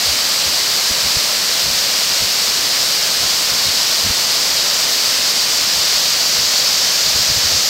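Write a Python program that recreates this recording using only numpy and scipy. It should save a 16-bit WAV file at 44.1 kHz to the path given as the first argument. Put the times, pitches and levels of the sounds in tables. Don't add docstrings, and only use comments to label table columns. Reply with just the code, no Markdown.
import sys
import numpy as np
from scipy import signal
from scipy.fft import rfft, irfft, next_fast_len
from scipy.io import wavfile
from scipy.ndimage import uniform_filter1d

SR = 44100
rng = np.random.default_rng(int(sys.argv[2]) if len(sys.argv) > 2 else 0)


def inscribe(sig):
    pcm = np.round(np.clip(np.atleast_2d(sig).T, -1, 1) * 32767)
    wavfile.write(sys.argv[1], SR, pcm.astype(np.int16))


N = 339129

# pitch_hz [Hz], level_db [dB per Hz]
RUMBLE_SHAPE = [(15, -21), (38, -22), (51, -4), (75, 3.5), (105, -2.5), (150, -6.5), (220, -20.5),
                (400, -31), (800, -55)]
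# pitch_hz [Hz], level_db [dB per Hz]
FLUTTER_SHAPE = [(60, -23), (130, -13), (200, 7), (290, -1), (420, -18), (900, -40)]
# pitch_hz [Hz], level_db [dB per Hz]
SPRAY_SHAPE = [(1900, -29), (3000, -10.5), (3700, -6), (4200, -2.5), (4650, -0.5), (5300, -3), (6000, -7),
               (6900, -9.5), (7900, -10.5), (9300, -17.5), (10500, -20.5), (12700, -16.5), (15700, -21)]
# pitch_hz [Hz], level_db [dB per Hz]
SPLASH_SHAPE = [(300, -21), (420, -7.5), (490, -1), (670, 0.5), (770, -3.5), (900, -2.5), (1030, -1),
                (1600, -1), (2100, 0.5), (3000, 0.5), (3900, -12.5), (6600, -80)]
# pitch_hz [Hz], level_db [dB per Hz]
ROAR_SHAPE = [(20, -24), (38, -30), (51, -11), (66, -3.5), (100, -7.5), (160, -2), (240, -1.5), (330, -3.5),
              (440, -4.5), (600, -18), (1000, -70)]

# pitch_hz [Hz], change_db [dB]
RAISED_TONE = [(3000, 0.2), (4000, -0.5), (4800, 1.5), (5800, 2.5), (6800, 2.5), (8200, -3), (10300, -3),
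               (12500, -1.0), (15700, -1)]
# centre_s [s], level_db [dB], spread_s [s, standard deviation of the swell], hardness [0 to 1]
AIR_PUFFS = [(0.097, -32.5, 0.027, 0.1), (0.472, -34, 0.018, 0.3), (0.913, -29, 0.0075, 1),
             (1.06, -32.5, 0.016, 0.3), (1.17, -25, 0.0089, 0.05), (1.682, -33, 0.028, 0.15),
             (2.233, -33, 0.02, 0.2), (3.24, -37, 0.032, 0), (3.53, -36, 0.011, 0.2), (3.683, -33, 0.02, 0),
             (4.061, -27, 0.014, 0.6), (4.105, -24.5, 0.009, 0.4), (5.778, -36.5, 0.02, 0.2),
             (6.397, -35, 0.018, 0), (7.075, -35, 0.014, 0), (7.158, -27, 0.007, 0.2),
             (7.205, -33, 0.015, 0), (7.31, -27.5, 0.014, 0.25), (7.375, -27.5, 0.013, 0.07),
             (7.457, -30, 0.015, 0.1), (7.55, -31, 0.025, 0.06)]

ROAR_DB, SPLASH_DB, SPRAY_DB, FACING_DB = -39.5, -25, -16, 1.1
START_TILT, CREEP_PER_S = 0.054, 0.055
RAISE_MIDDLE_S, RAISE_TAKES_S, RAISE_BY = 5.9, 1.6, 0.35

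CUTOFF_HZ = 15750
DRIFT_STEP = 40
TIME = np.arange(N) / SR


def from_db(db):
    return 10 ** (np.asarray(db) / 20)


def rms_one(x):
    return x / np.sqrt(np.mean(x ** 2) + 1e-20)


def colour(x, shape):
    hz, db = np.transpose(shape)
    size = next_fast_len(N)
    bins_hz = np.maximum(np.arange(size // 2 + 1) * SR / size, 1)
    gain = from_db(np.interp(np.log(bins_hz), np.log(hz), db))
    return irfft(rfft(x, size) * gain, size)[:N]


def coloured_noise(shape):
    return colour(rng.standard_normal(N), shape)


def drift(rate_hz):
    r = np.exp(-2 * np.pi * rate_hz * DRIFT_STEP / SR)
    chance = rng.standard_normal(N // DRIFT_STEP + 2002)
    slow = signal.lfilter([1], [1, -2 * r, r * r], chance)[2000:]
    return np.interp(np.arange(N) / DRIFT_STEP, np.arange(len(slow)), rms_one(slow))


def impacts(per_s, spread_db):
    size_db = spread_db * np.minimum(rng.exponential(1, N), 4)
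    clicks = from_db(size_db) * rng.choice([-1, 1], N)
    lands = rng.random(N) < per_s / SR
    return rms_one(clicks * lands)


def eddies(shape):
    swirl = coloured_noise(shape)
    power = np.abs(signal.hilbert(swirl, next_fast_len(N))[:N]) ** 2 / 2
    return swirl / np.sqrt(uniform_filter1d(power, int(0.02 * SR)) + 1e-20)


def draught(level_db, gust_db):
    gusts = from_db(gust_db * drift(3.7))
    return from_db(level_db) * rms_one(coloured_noise(RUMBLE_SHAPE) * gusts)


def buffets(rumble_db, flutter_db):
    large = from_db(rumble_db) * eddies(RUMBLE_SHAPE)
    small = from_db(flutter_db) * eddies(FLUTTER_SHAPE)
    out = np.zeros(N)
    for centre_s, level_db, spread_s, hardness in AIR_PUFFS:
        near = np.abs(TIME - centre_s) < 4 * spread_s
        swell = from_db(level_db) * np.exp(-0.5 * ((TIME[near] - centre_s) / spread_s) ** 2)
        out[near] += swell * (large[near] + hardness * small[near])
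    return out


def aim():
    done = np.clip((TIME - RAISE_MIDDLE_S) / RAISE_TAKES_S + 0.5, 0, 1)
    lift = RAISE_BY * np.sin(np.pi / 2 * done) ** 2
    return np.clip(START_TILT + CREEP_PER_S * TIME + lift, 0, 1)


def spray(tilt, drop_db, surge_db):
    patter = from_db(drop_db) * impacts(per_s=12000, spread_db=1.0)
    hiss = colour(rng.standard_normal(N) + patter, SPRAY_SHAPE)
    hiss = (1 - tilt) * hiss + tilt * colour(hiss, RAISED_TONE)
    return rms_one(hiss) * from_db(surge_db * drift(12))


def bubbles(per_s, cycles, count=16):
    out = np.zeros(N)
    for hz in np.geomspace(450, 3000, count):
        r = from_db(-60 * hz / (cycles * SR))
        turn = 2 * np.pi * hz / SR
        hits = impacts(per_s / count, spread_db=4.0) + 1e-18
        ringing = signal.lfilter([1, 0, -1], [1, -2 * r * np.cos(turn), r * r], hits)
        out += np.sqrt(hz) * rms_one(ringing)
    return rms_one(out)


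def splash(bubble_db, surge_db):
    wash = rms_one(coloured_noise(SPLASH_SHAPE))
    ringing = from_db(bubble_db) * bubbles(per_s=5000, cycles=10.4)
    return rms_one(wash + ringing) * from_db(surge_db * drift(9.8))


def roar():
    return rms_one(coloured_noise(ROAR_SHAPE))


def scene():
    tilt = aim()
    air = draught(level_db=-58, gust_db=8) + buffets(rumble_db=0.5, flutter_db=0.5)
    hiss = from_db(SPRAY_DB + FACING_DB * tilt) * spray(tilt, drop_db=-4.5, surge_db=0.28)
    body = from_db(SPLASH_DB) * splash(bubble_db=-7.5, surge_db=0.22) + from_db(ROAR_DB) * roar()
    return np.tile(air + hiss + body, (2, 1))


def record(dry):
    low_pass = signal.ellip(14, 0.05, 90, CUTOFF_HZ, fs=SR, output="sos")
    return signal.sosfilt(low_pass, dry)


dry = scene()
out = record(dry)
inscribe(out)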